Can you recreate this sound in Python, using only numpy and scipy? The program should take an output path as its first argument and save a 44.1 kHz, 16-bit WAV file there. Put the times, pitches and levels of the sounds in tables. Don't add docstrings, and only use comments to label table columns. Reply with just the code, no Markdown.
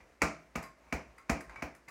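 import sys
import numpy as np
from scipy import signal
from scipy.fft import rfft, irfft
from scipy.io import wavfile

SR = 44100
rng = np.random.default_rng(int(sys.argv[2]) if len(sys.argv) > 2 else 0)


def to_wav(s):
    ch = np.atleast_2d(s).T
    pcm = np.round(np.clip(ch, -1, 1) * 32767)
    wavfile.write(sys.argv[1], SR, pcm.astype(np.int16))


N = 83790
T = np.arange(N) / SR

# t/s, slap/dB, skin f/Hz, crack lag/s, crack/dB, thud/dB, thud f/Hz, pock/dB, knock/dB,
# ball ring/dB, boom/dB, boom rise/s, standing waves/dB
PUNCH_LOG = [(0.2182, -18, 2100, .0018, -7.5, -28, 260, -33.5, -4, -29, -31.5, 0.018, -18),
             (0.5546, -30, 1750, 0.0044, -21.5, -26, 232, -47, -11.5, -39.5, -39.5, 0.022, -28),
             (0.925, -25.5, 2270, .0035, -20.5, -26, 290, -36.5, -10, -44, -32.5, 0.02, -28),
             (1.2955, -22, 1850, .0040, -13.5, -15.5, 235, -23, -5, -40, -29.5, 0.0276, -20.5),
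             (1.6230, -29.5, 1970, .0033, -29.5, -33, 296, -40, -14, -47.5, -40, 0.019, -30.5)]
# f/Hz, level/dB
RUB_SPECTRUM = [(100, 4), (400, -2.5), (750, 1.5), (1100, 5), (1600, -14), (2300, 4), (3200, -19),
                (6000, -19), (9000, -32), (16000, -41)]


def undb(db):
    return 10 ** (np.asarray(db) / 20)


def along(points, hz):
    freqs, values = np.array(points).T
    return np.interp(np.log(np.maximum(hz, 1)), np.log(freqs), values)


def colour(x, points):
    gain = undb(along(points, np.arange(N + 1) * SR / (2 * N)))
    cepstrum = irfft(np.log(gain / np.sqrt(np.mean(gain ** 2))))
    cepstrum[1:N] *= 2
    cepstrum[N + 1:] = 0
    return irfft(rfft(x, 2 * N) * np.exp(rfft(cepstrum)))[:N]


def noise():
    return rng.standard_normal(N)


def band(hz, width_hz):
    f = np.arange(N // 2 + 1) * SR / N
    y = irfft(rfft(noise()) / (1 + ((f - hz) / width_hz) ** 2), N)
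    return y / y.std()


def fade(t60):
    return np.exp(-np.log(1000) * T / t60)


def swell(peak_s, shape):
    u = T / peak_s
    return (u * np.exp(1 - u)) ** shape


def ring(hz, t60):
    return np.sin(2 * np.pi * hz * T) * fade(t60)


def modes(table):
    return sum(rng.choice([-1, 1]) * undb(db) * ring(hz * (1 + 0.012 * rng.standard_normal()), t60)
               for hz, db, t60 in table)


def at(x, s):
    k = int(np.clip(s * SR, 0, N - 1))
    return np.concatenate([np.zeros(k), x[:N - k]])


def unit(x):
    return x / np.linalg.norm(x)


def reflections():
    # f/Hz, level/dB
    tail_spectrum = [(50, -11), (130, 4), (250, -2), (500, 2.5), (1200, -1), (2400, -4.5), (4000, -1.5),
                     (8000, -2), (16000, 2.5)]
    # f/Hz, t60/s
    decay_times = [(100, 0.45), (500, 0.29), (2000, 0.35), (6000, 0.32), (14000, 0.16)]
    f = np.arange(N // 2 + 1) * SR / N
    white, centres = rfft(noise()), np.geomspace(100, 14000, 6)
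    tail = 0
    for hz, share in zip(centres, np.eye(len(centres))):
        one_band = irfft(white * along(list(zip(centres, share)), f), N)
        tail = tail + one_band * fade(along(decay_times, hz))
    build_up = 1 - np.exp(-T / 0.0059)
    tail = unit(colour(tail * build_up, tail_spectrum))
    early = unit(noise() * fade(t60=0.083))
    return at(undb(-3.5) * tail + undb(-5) * early, s=0.004)


def garage(x):
    return x + signal.fftconvolve(x, reflections())[:N]


def room_tone():
    # f/Hz, level/dB
    air_spectrum = [(25, -39), (55, -13), (110, -12.5), (300, -1.5), (480, -4.5), (660, -2.5), (830, -8.5),
                    (1050, -7.5), (1600, -9), (2100, -9), (3300, -22.5), (6000, -22), (16000, -37)]
    air = colour(noise(), air_spectrum) * undb(band(0, width_hz=6.8))
    rumble = band(hz=55.8, width_hz=4.3)
    return undb(-65.5) * air + undb(-71) * rumble


def thrums():
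    # t/s, level/dB, rise/s
    swings = [(.001, -55, 0.024), (0.091, -63.5, 0.025), (1.071, -56, 0.023), (1.441, -47.5, 0.052)]
    cord_hz = 53.8
    hum = np.sin(2 * np.pi * cord_hz * T)
    return sum(at(undb(db) * swell(rise_s, shape=6) * hum, s) for s, db, rise_s in swings)


def scuffs():
    # t/s, level/dB, rise/s, squeak f/Hz, squeak against the rub/dB
    strokes = [(.001, -59, 0.0057, 1990, -4), (0.791, -67, 0.12, 630, -6), (1.178, -61.5, 0.003, 2020, 6),
               (1.502, -55, 0.017, 840, -6.5), (1.559, -54.5, 0.0077, 2300, 0),
               (1.582, -57.5, 0.012, 990, -12), (1.877, -55, 0.0057, 2060, -6)]
    out = 0
    for s, db, rise_s, squeak_hz, squeak_db in strokes:
        rub = colour(noise() * undb(2.3 * band(0, width_hz=100)), RUB_SPECTRUM)
        squeak = undb(squeak_db) * band(squeak_hz, width_hz=62)
        out = out + at(undb(db) * (rub + squeak) * swell(rise_s, shape=1), s)
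    return garage(out)


def slap_hiss():
    envelope = sum(undb(slap_db) * np.exp(-abs(T - s) / 0.0051) for s, slap_db, *_ in PUNCH_LOG)
    return undb(-29.5) * colour(noise(), RUB_SPECTRUM) * envelope


def contact(points, length_s, room_db):
    burst = noise() * fade(length_s)
    window = np.exp(-(2 * T / length_s) ** 2)
    for _ in range(3):
        spectrum = rfft(burst)
        burst = irfft(spectrum / (abs(spectrum) + 1e-12), N) * window
    return colour(unit(burst) + undb(room_db) * reflections(), points)


def boom(rise_s):
    note_hz = 59.2
    note = swell(rise_s, shape=6.5) * np.sin(2 * np.pi * note_hz * T)
    build_up = 1 - np.exp(-(T / rise_s) ** 2)
    return note + undb(-11.5) * build_up * ring(hz=66.9, t60=0.39)


def punch(slap_db, skin_hz, crack_lag_s, crack_db, thud_db, thud_hz, pock_db, knock_db,
          ball_db, boom_db, boom_rise_s, standing_db):
    # f/Hz, level/dB
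    slap_spectrum = [(100, -33), (250, -6.5), (500, -7.5), (900, -6.5), (1300, -6.5), (1700, -5),
                     (2400, 1.5), (2800, -10), (3400, -26.5), (6000, -17.5), (16000, -76)]
    crack_spectrum = [(100, -27), (300, -32), (1500, 3), (2400, 4), (3400, -12.5), (4500, -1.5), (7000, 2),
                      (8500, -5), (12000, -15.5), (16000, -47)]
    knock_spectrum = [(70, -35), (120, -8.5), (175, -3.5), (235, 1.5), (300, 0.5), (380, -4.5), (520, -4),
                      (700, -2), (950, -7.5), (1500, -20), (3000, -29.5), (9000, -33.5)]
    # f/Hz, level/dB, t60/s
    ball_modes = [(1026, -8, 0.13), (1190, -1.5, 0.054), (1290.5, 3, 0.042), (1416, 2.5, 0.028),
                  (1960, -9.5, 0.014), (2025, -2.5, 0.017), (2285, 2.5, 0.033), (2453, -13, 0.026)]
    room_modes = [(165, -18.5, 0.39), (216.4, -15, 0.24), (293.3, -18, 0.38), (353, -31.5, 0.58),
                  (466.4, -16.5, 0.15), (536, -29.5, 0.23), (628, -25.5, 0.53), (667, -19, 0.4)]
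    leather = undb(16) * contact(slap_spectrum, length_s=0.024, room_db=2.5)
    skin = undb(-4.5) * ring(skin_hz, t60=0.0067)
    slap = undb(slap_db) * (leather + skin)
    crack = undb(crack_db) * at(contact(crack_spectrum, length_s=0.00267, room_db=0), crack_lag_s)
    thud = undb(thud_db) * ring(thud_hz, t60=0.041) * (1 - fade(0.02))
    pock = undb(pock_db) * ring(hz=681, t60=0.063)
    body = at(thud + pock, s=0.0022)
    knock = undb(knock_db) * at(contact(knock_spectrum, length_s=0.023, room_db=1), s=0.002)
    ball = undb(ball_db) * garage(at(modes(ball_modes), crack_lag_s))
    room_ring = sum(undb(db) * ring(hz, t60) for hz, db, t60 in room_modes)
    standing = undb(standing_db) * room_ring * (1 - fade(0.015))
    return slap + crack + body + knock + ball + standing + undb(boom_db) * boom(boom_rise_s)


def rattles_and_dull_scuffs():
    # t/s, level/dB, t60/s, treble shelf/dB, clink/dB
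    bursts = [(0.6242, -50.5, 0.12, 8, -58.5), (0.637, -56, 0.031, -8, -51.5),
              (1.4062, -45.5, 0.038, 7.5, -57), (1.75, -69, .04, 16.5, -72), (1.182, -51, .04, -1, -62),
              (1.4957, -42, 0.03, -28, -66), (1.5592, -44.5, 0.024, -23, -58.5),
              (1.884, -51.5, 0.1, 6.5, -56)]
    # f/Hz, level/dB
    burst_spectrum = [(200, -36), (600, 2), (1100, 15), (2200, 17), (3200, -7), (4800, -7), (7500, -0.5),
                      (11000, -7), (16000, -15.5)]
    # f/Hz, level/dB, t60/s
    fitting_modes = [(1054, -0.5, 0.27), (2090, 2, 0.07), (2420, -11, .04), (4000, -12.5, .08),
                     (4870, -3, 0.044), (6100, -8.5, 0.025)]
    highpass = signal.butter(1, 4000, "high", fs=SR, output="sos")
    out = 0
    for s, db, t60, treble_db, clink_db in bursts:
        grit = noise() * undb(3.24 * band(0, width_hz=200))
        burst = colour(grit * fade(t60), burst_spectrum)
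        shelf = (undb(treble_db) - 1) * signal.sosfilt(highpass, burst)
        clink = undb(clink_db) * modes(fitting_modes)
        out = out + at(undb(db) * (burst + shelf) + clink, s)
    return garage(out)


def scene():
    punches = sum(at(punch(*blow), s) for s, *blow in PUNCH_LOG)
    return (punches + slap_hiss() + rattles_and_dull_scuffs() + thrums() + scuffs() + room_tone())[None]


def record(dry):
    low_cut_hz, top_hz = 45, 16000
    dry = signal.sosfilt(signal.butter(3, low_cut_hz, "high", fs=SR, output="sos"), dry)
    return signal.sosfilt(signal.ellip(8, .2, 70, top_hz, fs=SR, output="sos"), dry)


dry = scene()
out = record(dry)
to_wav(out)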